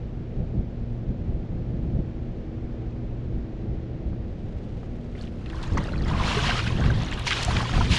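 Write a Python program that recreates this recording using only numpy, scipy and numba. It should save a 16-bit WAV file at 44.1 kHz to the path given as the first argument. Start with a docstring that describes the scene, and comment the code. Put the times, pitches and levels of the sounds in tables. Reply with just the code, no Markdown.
"""Wind rumbles on a microphone set low on a gravel bank, over open-air hiss and a far engine's drone.
Out in the shallow river a kneeling man swirls water in a plastic pan, knocking it lightly now and then.
He stands, water running off his waders, and wades towards the microphone: his legs churn up clouds of
ringing bubbles, air pockets plop and gurgle, his boots slap and gulp, and thrown water patters back."""
import sys
import numpy as np
from scipy import signal
from scipy.fft import rfft, irfft, next_fast_len
from scipy.io import wavfile
from numba import njit

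SR = 44100
rng = np.random.default_rng(int(sys.argv[2]) if len(sys.argv) > 2 else 0)


def log_audio(samples):
    """Write samples as a 16-bit WAV file to the path given in sys.argv[1]."""
    # one column per channel
    frames = np.atleast_2d(samples).T
    # limit to full scale, then quantise
    limited = np.clip(frames, -1, 1)
    pcm = np.round(limited * 32767).astype(np.int16)
    wavfile.write(sys.argv[1], SR, pcm)


N = 351918
TIME = np.arange(N) / SR
IMPACT_SWELL, BUBBLE_SWELL, POCKET_SWELL = .6, .9, 1.47  # cycles taken to sound fully


def undb(db):
    """Decibels to gain."""
    return 10 ** (np.asarray(db) / 20)


def unit(x):
    """Scale to rms 1."""
    return x / np.sqrt(np.mean(x ** 2) + 1e-18)


def colour(x, points):
    """Causal filter through (Hz, dB) points, built from the cepstrum of the log gain."""
    hz, db = np.transpose(points)
    size = next_fast_len(2 * N, real=True)
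    bins_hz = np.maximum(np.fft.rfftfreq(size, 1 / SR), 1)
    gain = undb(np.interp(np.log(bins_hz), np.log(hz), db))
    cepstrum = irfft(np.log(gain), size)
    cepstrum[1:size // 2] *= 2
    cepstrum[size // 2 + 1:] = 0
    return irfft(rfft(x, size) * np.exp(rfft(cepstrum)), size)[:N]


def wander(per_s):
    """Random drift with a spread near 1."""
    knots = rng.standard_normal(4096)
    return 1.2 * np.interp(TIME * per_s, np.arange(len(knots)), knots)


def envelope(s, hold, attack, release):
    """Gain that rises to 1 at s, holds and falls, by 20 dB in each attack or release time."""
    before, after = np.maximum(s - TIME, 0), np.maximum(TIME - s - hold, 0)
    return undb(-20 * (before / attack + after / release)) + 1e-9


@njit
def ring(start, size, hz, t60, rise, swell):
    """Bubbles or modes: sines that swell, then die away while their pitch climbs by the share `rise`."""
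    out = np.zeros(N)
    for k in range(len(start)):
        first, count = int(start[k] * SR), max(int(t60[k] * SR), 2)
        fade = np.exp(-np.log(1000) / count)
        gain, phase = size[k], 0.
        for i in range(min(count, N - first)):
            phase += 2 * np.pi * min(hz[k] * (1 + rise[k] * i / count) / SR, .45)
            gain *= fade
            onset = min(phase / (2 * np.pi * swell), 1.)
            out[max(first + i, 0)] += gain * onset * onset * (3 - 2 * onset) * np.sin(phase)
    return out


# Wind right on the microphone: (frequency [Hz], gain [dB])
WIND_COLOUR = [(10, -17), (22, 2), (55, 1.5), (110, -2.5), (200, -8.5), (300, -18), (500, -26), (800, -34),
               (1500, -101), (6000, -100)]
# Gusts at the microphone: (peak time [s], level [dB], length [s])
GUSTS = [(0.402, -26.5, 0.083), (0.57, -23.5, 0.085), (1.105, -25.5, 0.058), (1.256, -31.5, 0.36),
         (1.565, -26, 0.067), (1.78, -26.5, 0.2), (1.975, -23.5, 0.083), (3.348, -28, 0.12),
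         (3.683, -28, 0.096), (4.19, -34.5, 0.57), (5.758, -18, 0.052), (6.107, -25, 0.57),
         (6.485, -28, 0.24), (6.84, -19, 0.2), (7.06, -28.5, 0.29), (7.542, -22, 0.1), (7.784, -18, 0.087),
         (7.9, -20, 0.092)]

def wind(breeze_db=-33, buffet_db=1.13):
    """Eddies buffet the microphone: a steady breeze, and bell-shaped gusts that are a little brighter."""
    gust_power = sum(undb(db) ** 2 * np.exp(-(2 * (TIME - s) / length) ** 2) for s, db, length in GUSTS)
    breeze, eddies = (colour(rng.standard_normal(N), WIND_COLOUR) for _ in range(2))
    eddies = colour(eddies, [(50, 0.0019), (150, 2.2)])
    rumble = undb(breeze_db) * unit(breeze) + np.sqrt(gust_power) * unit(eddies)
    return rumble * undb(buffet_db * wander(25))


# Open air all round the river: (frequency [Hz], gain [dB])
AIR_COLOUR = [(30, 6), (150, 5.5), (320, 4), (500, 0.5), (700, -7), (1000, -16.5), (2200, -21.5),
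              (4200, -30.5), (6000, -38.5), (8000, -49.5), (9500, -63.5), (15000, -80)]

def open_air(level_db=-40.5):
    """A soft, nearly steady outdoor hiss."""
    hiss = unit(colour(rng.standard_normal(N), AIR_COLOUR))
    return hiss * undb(level_db + 0.27 * wander(1.1))


# An engine far off, as heard at the bank: (time [s], drone [dB], its octave [dB], whine [dB])
ENGINE_LEVELS = [(0, -38.5, -48.5, -67.5), (.8, -36.5, -42.5, -66.5), (1.8, -42, -45, -45),
                 (2.8, -40.5, -41.5, -46.5), (4.1, -43, -56.5, -46), (4.6, -47, -57, -62),
                 (5.05, -43.5, -43, -57.5), (5.8, -56.5, -47, -44), (6.7, -27, -45.5, -46.5),
                 (7.3, -42.5, -59, -63), (7.98, -26.5, -45, -59)]

def far_engine(drone_hz=118.8, whine_hz=323, third_harmonic_db=-55, waver=0.00598, fading_db=2.0):
    """The drone and whine of distant machinery fade in and out on the breeze."""
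    times, *columns = np.transpose(ENGINE_LEVELS)
    drone_db, octave_db, whine_db = (np.interp(TIME, times, column) for column in columns)
    phase_per_hz = 2 * np.pi * np.cumsum(1 + waver * wander(9)) / SR
    drone = sum(undb(db + fading_db * wander(7)) * np.sin(k * drone_hz * phase_per_hz)
                for k, db in enumerate([drone_db, octave_db, third_harmonic_db], start=1))
    whine = undb(whine_db) * np.sin(whine_hz * phase_per_hz)
    return np.sqrt(2) * (drone + whine)


# Thin running water, out in the river: (frequency [Hz], gain [dB])
TRICKLE_COLOUR = [(500, -12), (1200, -0.5), (3300, -1.5), (5000, -9), (7000, -12.5), (8500, -20.5),
                  (10000, -24.5), (11500, -29.5), (14000, -65.5)]

def water_film(swirl_db=-72, drain_db=-64, stands_s=4.53, ramp_s=0.65, patter_db=2.5):
    """A film of water hisses unevenly: dull as it circles the pan, brighter as it runs off the waders."""
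    trickle = colour(rng.standard_normal(N) * undb(patter_db * wander(150)), TRICKLE_COLOUR)
    swirl = colour(trickle, [(5000, -6), (7500, -4.5), (9500, -24.5)])
    swirling = undb(swirl_db) * np.clip((stands_s - TIME) / ramp_s, 0, 1)
    draining = undb(drain_db) * envelope(stands_s, hold=1.7, attack=ramp_s, release=ramp_s)
    return unit(swirl) * swirling + unit(trickle) * draining


# Light knocks on the pan, out where he kneels: (time [s], level [dB])
PAN_KNOCKS = [(2.582, -39), (3.219, -43), (4.130, -37), (4.831, -33.5)]
# The pan's resonances: (frequency [Hz], gain [dB], time to fall 60 dB [s])
PAN_MODES = [(450, -1, .025), (560, 0, .022), (710, 0, .02), (960, -4, .017), (1200, -5, .02),
             (1580, -17, .014)]

def pan_knocks():
    """The wet plastic pan answers each knock with a few short, hollow modes."""
    hz, mode_db, t60 = np.transpose(PAN_MODES).copy()
    return sum(ring(np.full(len(hz), s), undb(db + mode_db), hz, t60, np.zeros(len(hz)), IMPACT_SWELL)
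               for s, db in PAN_KNOCKS)


def cloud(level_db, spectrum, low_hz, high_hz, per_s, cycles, spread_db, rise, from_s=5.0):
    """Random bubbles and drops that follow a level; gentler water makes fewer of them."""
    when, pitch, strength, damping, glide, luck, sign = rng.random((70000, 7)).T
    start = from_s + when * (TIME[-1] - from_s)
    level = undb(np.interp(start, TIME, level_db))
    activity = (level / level.max()) ** .4
    sounds = luck < activity * per_s * np.ptp(start) / len(start)
    hz = low_hz * (high_hz / low_hz) ** pitch
    scatter_db = spread_db * np.minimum(-np.log(1 - strength), 4.5)
    size = np.sign(sign - .5) * undb(scatter_db) * level / np.sqrt(activity)
    t60 = cycles * 2 ** (2 * damping - 1) / hz
    bubbles = ring(start[sounds], size[sounds], hz[sounds], t60[sounds],
                   2 * rise * glide[sounds], BUBBLE_SWELL)
    return unit(colour(bubbles, spectrum)) * np.sqrt(np.mean(undb(level_db) ** 2))


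# Four textures of the water round his legs, each (frequency [Hz], gain [dB])
CHURN_COLOUR = [(150, 5), (350, -12.5), (600, -4), (1000, 2.5), (1600, 2.5), (2100, 0), (3000, -3),
                (6000, -52)]
SPRAY_COLOUR = [(700, -19), (1600, -6.5), (2300, 1), (3200, 4.5), (4300, 2.5), (5500, -45), (9000, -19)]
FIZZ_COLOUR = [(2500, -36), (4300, -3), (5300, -3.5), (7200, -8), (8400, -14.5), (9500, -12), (11200, -28),
               (12200, -34), (15000, -35)]
SPATTER_COLOUR = [(2000, -4), (6000, -2.5), (10000, -5.5), (11300, -9), (12200, -15), (15000, -13)]
# Leg strokes nearing the microphone, levels ahead of the mix:
# (time at full force [s], hold [s], churn [dB], spray [dB], fizz [dB], attack [s], release [s])
LEG_STROKES = [(5.178, 0.065, -55, -58, -66, 0.059, 0.081), (5.58, 0.25, -44, -49, -60, 0.23, 0.82),
               (6.111, 0.089, -35, -41, -52.5, 0.14, 0.61), (6.281, 0.3, -33, -30.5, -41.5, 0.16, 0.23),
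               (6.79, 0.072, -42, -45.5, -57, 0.18, 0.076), (6.888, 0.47, -40.5, -42.5, -58, 0.35, 0.28),
               (7.262, 0.037, -42, -30.5, -39, 0.017, 0.23), (7.363, 0.066, -34.5, -32, -43, 0.022, 0.12),
               (7.584, 0.031, -31.5, -34, -41.5, 0.3, 0.066), (7.69, 0.16, -37.5, -36.5, -46, 0.18, 0.21),
               (7.934, 0.035, -33.5, -24.5, -33.5, 0.09, 0.14)]

def wading(wake_db=-12.5, wake_s=1.4, slosh_db=1.07):
    """Each leg stroke folds air into the water; falling spray makes smaller bubbles, fizz and ticks."""
    power = 0
    for s, hold, *levels_db, attack, release in LEG_STROKES:
        wake = undb(wake_db) * envelope(s, hold, attack, wake_s)  # stirred water laps on
        push = np.maximum(envelope(s, hold, attack, release), wake)
        power = power + np.outer(undb(levels_db), push) ** 2
    churn_db, spray_db, fizz_db = 10 * np.log10(power) + slosh_db * wander(36)  # the flow surges
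    spatter_db = 0.61 * spray_db - 34.5  # tiny drops keep falling in gentle water
    churn = cloud(churn_db, CHURN_COLOUR, 273.5, 2075, per_s=3700, cycles=20.5, spread_db=-1.5, rise=.3)
    glugs = cloud(churn_db, CHURN_COLOUR, 818, 2010, per_s=190, cycles=44, spread_db=0, rise=.19)
    spray = cloud(spray_db, SPRAY_COLOUR, 1548, 5400, per_s=5500, cycles=50, spread_db=2.2, rise=.17)
    fizz = cloud(fizz_db, FIZZ_COLOUR, 4340, 14980, per_s=15000, cycles=99, spread_db=2.2, rise=.03)
    spatter = cloud(spatter_db, SPATTER_COLOUR, 2980, 11700,
                    per_s=3200, cycles=10, spread_db=1.5, rise=.05)
    return undb(-2) * churn + undb(-6) * glugs + undb(-1.5) * spray + undb(0.34) * fizz + spatter


# Water landing in the shallows: (time [s], level before filtering [dB], length [s], centre pitch [Hz])
SLAPS = [(5.15, -47.5, 0.009, 2000), (5.175, -49, 0.014, 2100), (5.216, -54, 0.035, 3770),
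         (5.272, -46, 0.0073, 2760), (5.458, -40.5, 0.0073, 2800), (5.499, -38, 0.0061, 2510),
         (5.627, -39.5, 0.013, 3920), (5.771, -20.5, 0.0076, 1090), (5.774, -43, .016, 3300),
         (5.838, -44, 0.0032, 5000), (6.492, -23, .015, 2730), (6.582, -28.5, 0.025, 2370),
         (6.671, -32, 0.014, 2580), (6.837, -34, 0.028, 2300), (7.012, -36, 0.024, 2560),
         (7.115, -29.5, 0.017, 2070), (7.133, -34, 0.0072, 3400), (7.192, -43.5, 0.0048, 7060),
         (7.267, -24, 0.018, 2620), (7.305, -20.5, 0.027, 2500), (7.426, -28, 0.0088, 4400),
         (7.449, -23, 0.00087, 6460), (7.563, -22, 0.008, 2580)]

def slaps(cycles=17, spread_octaves=0.467, straggler_db=-22, count=200):
    """Water hits the surface: a tight cluster of short drop impacts, then weaker stragglers."""
    out = np.zeros(N)
    for s, db, length, centre_hz in SLAPS:
        when = 3 * rng.random(count)  # in slap lengths
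        pitch, size = rng.standard_normal((2, count))
        hz = np.minimum(centre_hz * 2 ** (spread_octaves * pitch), SR / 4)
        size = size * undb(straggler_db * np.sqrt(np.maximum(when - 1, 0)))
        burst = ring(s + length * when, size, hz, cycles / hz, np.zeros(count), IMPACT_SWELL)
        out += burst * undb(db) * np.sqrt(length * SR / np.sum(burst ** 2))
    return colour(out, [(300, -19), (1000, -5.5), (7000, -1), (10500, -0.5), (12500, -14)])


# Single air pockets along his way to the bank: (time [s], level before the boost [dB], pitch [Hz])
PLOPS = [(5.152, -40, 2070), (5.192, -38, 3490), (5.2124, -32.5, 4320), (5.224, -44, 7640),
         (5.238, -36, 2960), (5.531, -34, 1690), (5.545, -31.5, 1014), (5.776, -25.5, 5900),
         (5.7817, -19, 1950), (5.782, -34, 6350), (5.784, -25, 940), (5.84, -31, 1850),
         (5.886, -28.5, 1380), (5.892, -31.5, 2680), (5.935, -27.5, 1430), (5.941, -32, 2000),
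         (5.959, -31, 2480), (6.009, -32, 1820), (6.022, -32, 4440), (6.06, -32, 2000),
         (6.111, -20.5, 1000), (6.137, -25, 1200), (6.199, -21, 1040), (6.21, -20, 950),
         (6.238, -20.5, 2250), (6.368, -19.5, 412), (6.391, -19, 1540), (6.444, -20.5, 1025),
         (6.49, -21.5, 706), (6.51, -14.5, 1550), (6.593, -19.5, 1390), (6.667, -22, 1550),
         (6.676, -23, 2430), (6.705, -27.5, 1040), (6.841, -28, 1200), (6.903, -21, 1530),
         (7.031, -29.5, 690), (7.268, -22, 942), (7.279, -14, 2210), (7.325, -18, 1560),
         (7.4805, -19.5, 713), (7.508, -20.5, 985), (7.604, -18.5, 1110), (7.6272, -22.5, 810),
         (7.655, -23.5, 1004), (7.694, -24, 1310), (7.737, -23.5, 1670), (7.8084, -16, 968),
         (7.812, -19, 1340)]

def plops(cycles=35, rise=0.077, boost_db=1.0):
    """Air pockets pinch off at the boots and under drips; the larger, the lower and longer they ring."""
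    start, db, hz = np.transpose(PLOPS).copy()
    return ring(start, undb(db + boost_db), hz, cycles / hz, np.full(len(hz), rise), POCKET_SWELL)


def drips(from_s=5.45, level_db=-29, growth_db=11, growth_s=.75,
          count=90, low_hz=2300, high_hz=7500, cycles=62, rise=.1):
    """Drops fall from the waders and ping on the surface, louder as he stands and comes nearer."""
    when, pitch, strength = rng.random((count, 3)).T
    start = from_s + (np.arange(count) + when) / count * (TIME[-1] - from_s)
    hz = low_hz * (high_hz / low_hz) ** pitch
    distance_loss_db = growth_db * np.clip(1 - (start - from_s) / growth_s, 0, 1)
    scatter_db = -2 * np.minimum(-np.log(1 - strength), 3)
    size = undb(level_db - distance_loss_db + scatter_db) * np.sqrt(low_hz / hz)
    return ring(start, size, hz, cycles / hz, np.full(count, rise), POCKET_SWELL)


# Gurgles beside his legs: (time [s], length [s], typical pocket level [dB], pitch [Hz])
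GURGLES = [(5.52, 0.24, -44, 1700), (5.56, .36, -44, 1054), (5.739, .18, -34.5, 600),
           (6.119, 0.43, -26, 997), (6.131, .36, -33.5, 684), (6.191, .42, -27.5, 1197),
           (6.78, 0.13, -28, 1600), (7.7, 0.12, -29, 704)]

def gurgles(per_s=36, scatter_octaves=0.092, cycles=50, rise=0.073):
    """A hollow in the water sheds pockets of nearly one pitch in quick, uneven succession."""
    out = np.zeros(N)
    for s, length, db, pitch_hz in GURGLES:
        count = int(length * per_s)
        when, pitch, strength = rng.random((32, 3))[:count].T
        hz = pitch_hz * 2 ** (scatter_octaves * (2 * pitch - 1))
        start = s + length * (np.arange(count) + when) / count
        size = undb(db) * (.5 + strength)
        out += ring(start, size, hz, cycles / hz, np.full(count, rise), POCKET_SWELL)
    return out


# Boots pulling free in the shallows: (time [s], level [dB], starting pitch [Hz], time to fall 60 dB [s])
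BOOT_GULPS = [(5.7716, -19, 930, 0.043), (6.795, -27.5, 524, 0.076)]

def gulps(rise=3.8):
    """The hollow behind a lifted boot shrinks quickly, so its note sweeps steeply upwards."""
    start, db, hz, t60 = np.transpose(BOOT_GULPS).copy()
    return ring(start, undb(db), hz, t60, np.full(len(hz), rise), BUBBLE_SWELL)


def banks(sound, level_db=-17, t60=.25):
    """The river banks scatter a faint, short echo back to the microphone."""
    t = TIME[:SR // 2]
    response = rng.standard_normal(len(t)) * undb(-60 * t / t60)
    return undb(level_db) * signal.fftconvolve(sound, response / np.linalg.norm(response))[:N]


def scene():
    """One microphone on the gravel: water and pan nearby, wind on top, air and engine behind."""
    near = wading() + water_film() + plops() + gulps() + gurgles() + slaps() + drips() + pan_knocks()
    return (near + banks(near) + wind() + open_air() + far_engine())[None]


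def record(dry):
    """The camera on the bank cuts the treble above 15.1 kHz."""
    return signal.sosfilt(signal.ellip(8, .2, 70, 15100, fs=SR, output="sos"), dry)


dry = scene()
out = record(dry)
log_audio(out)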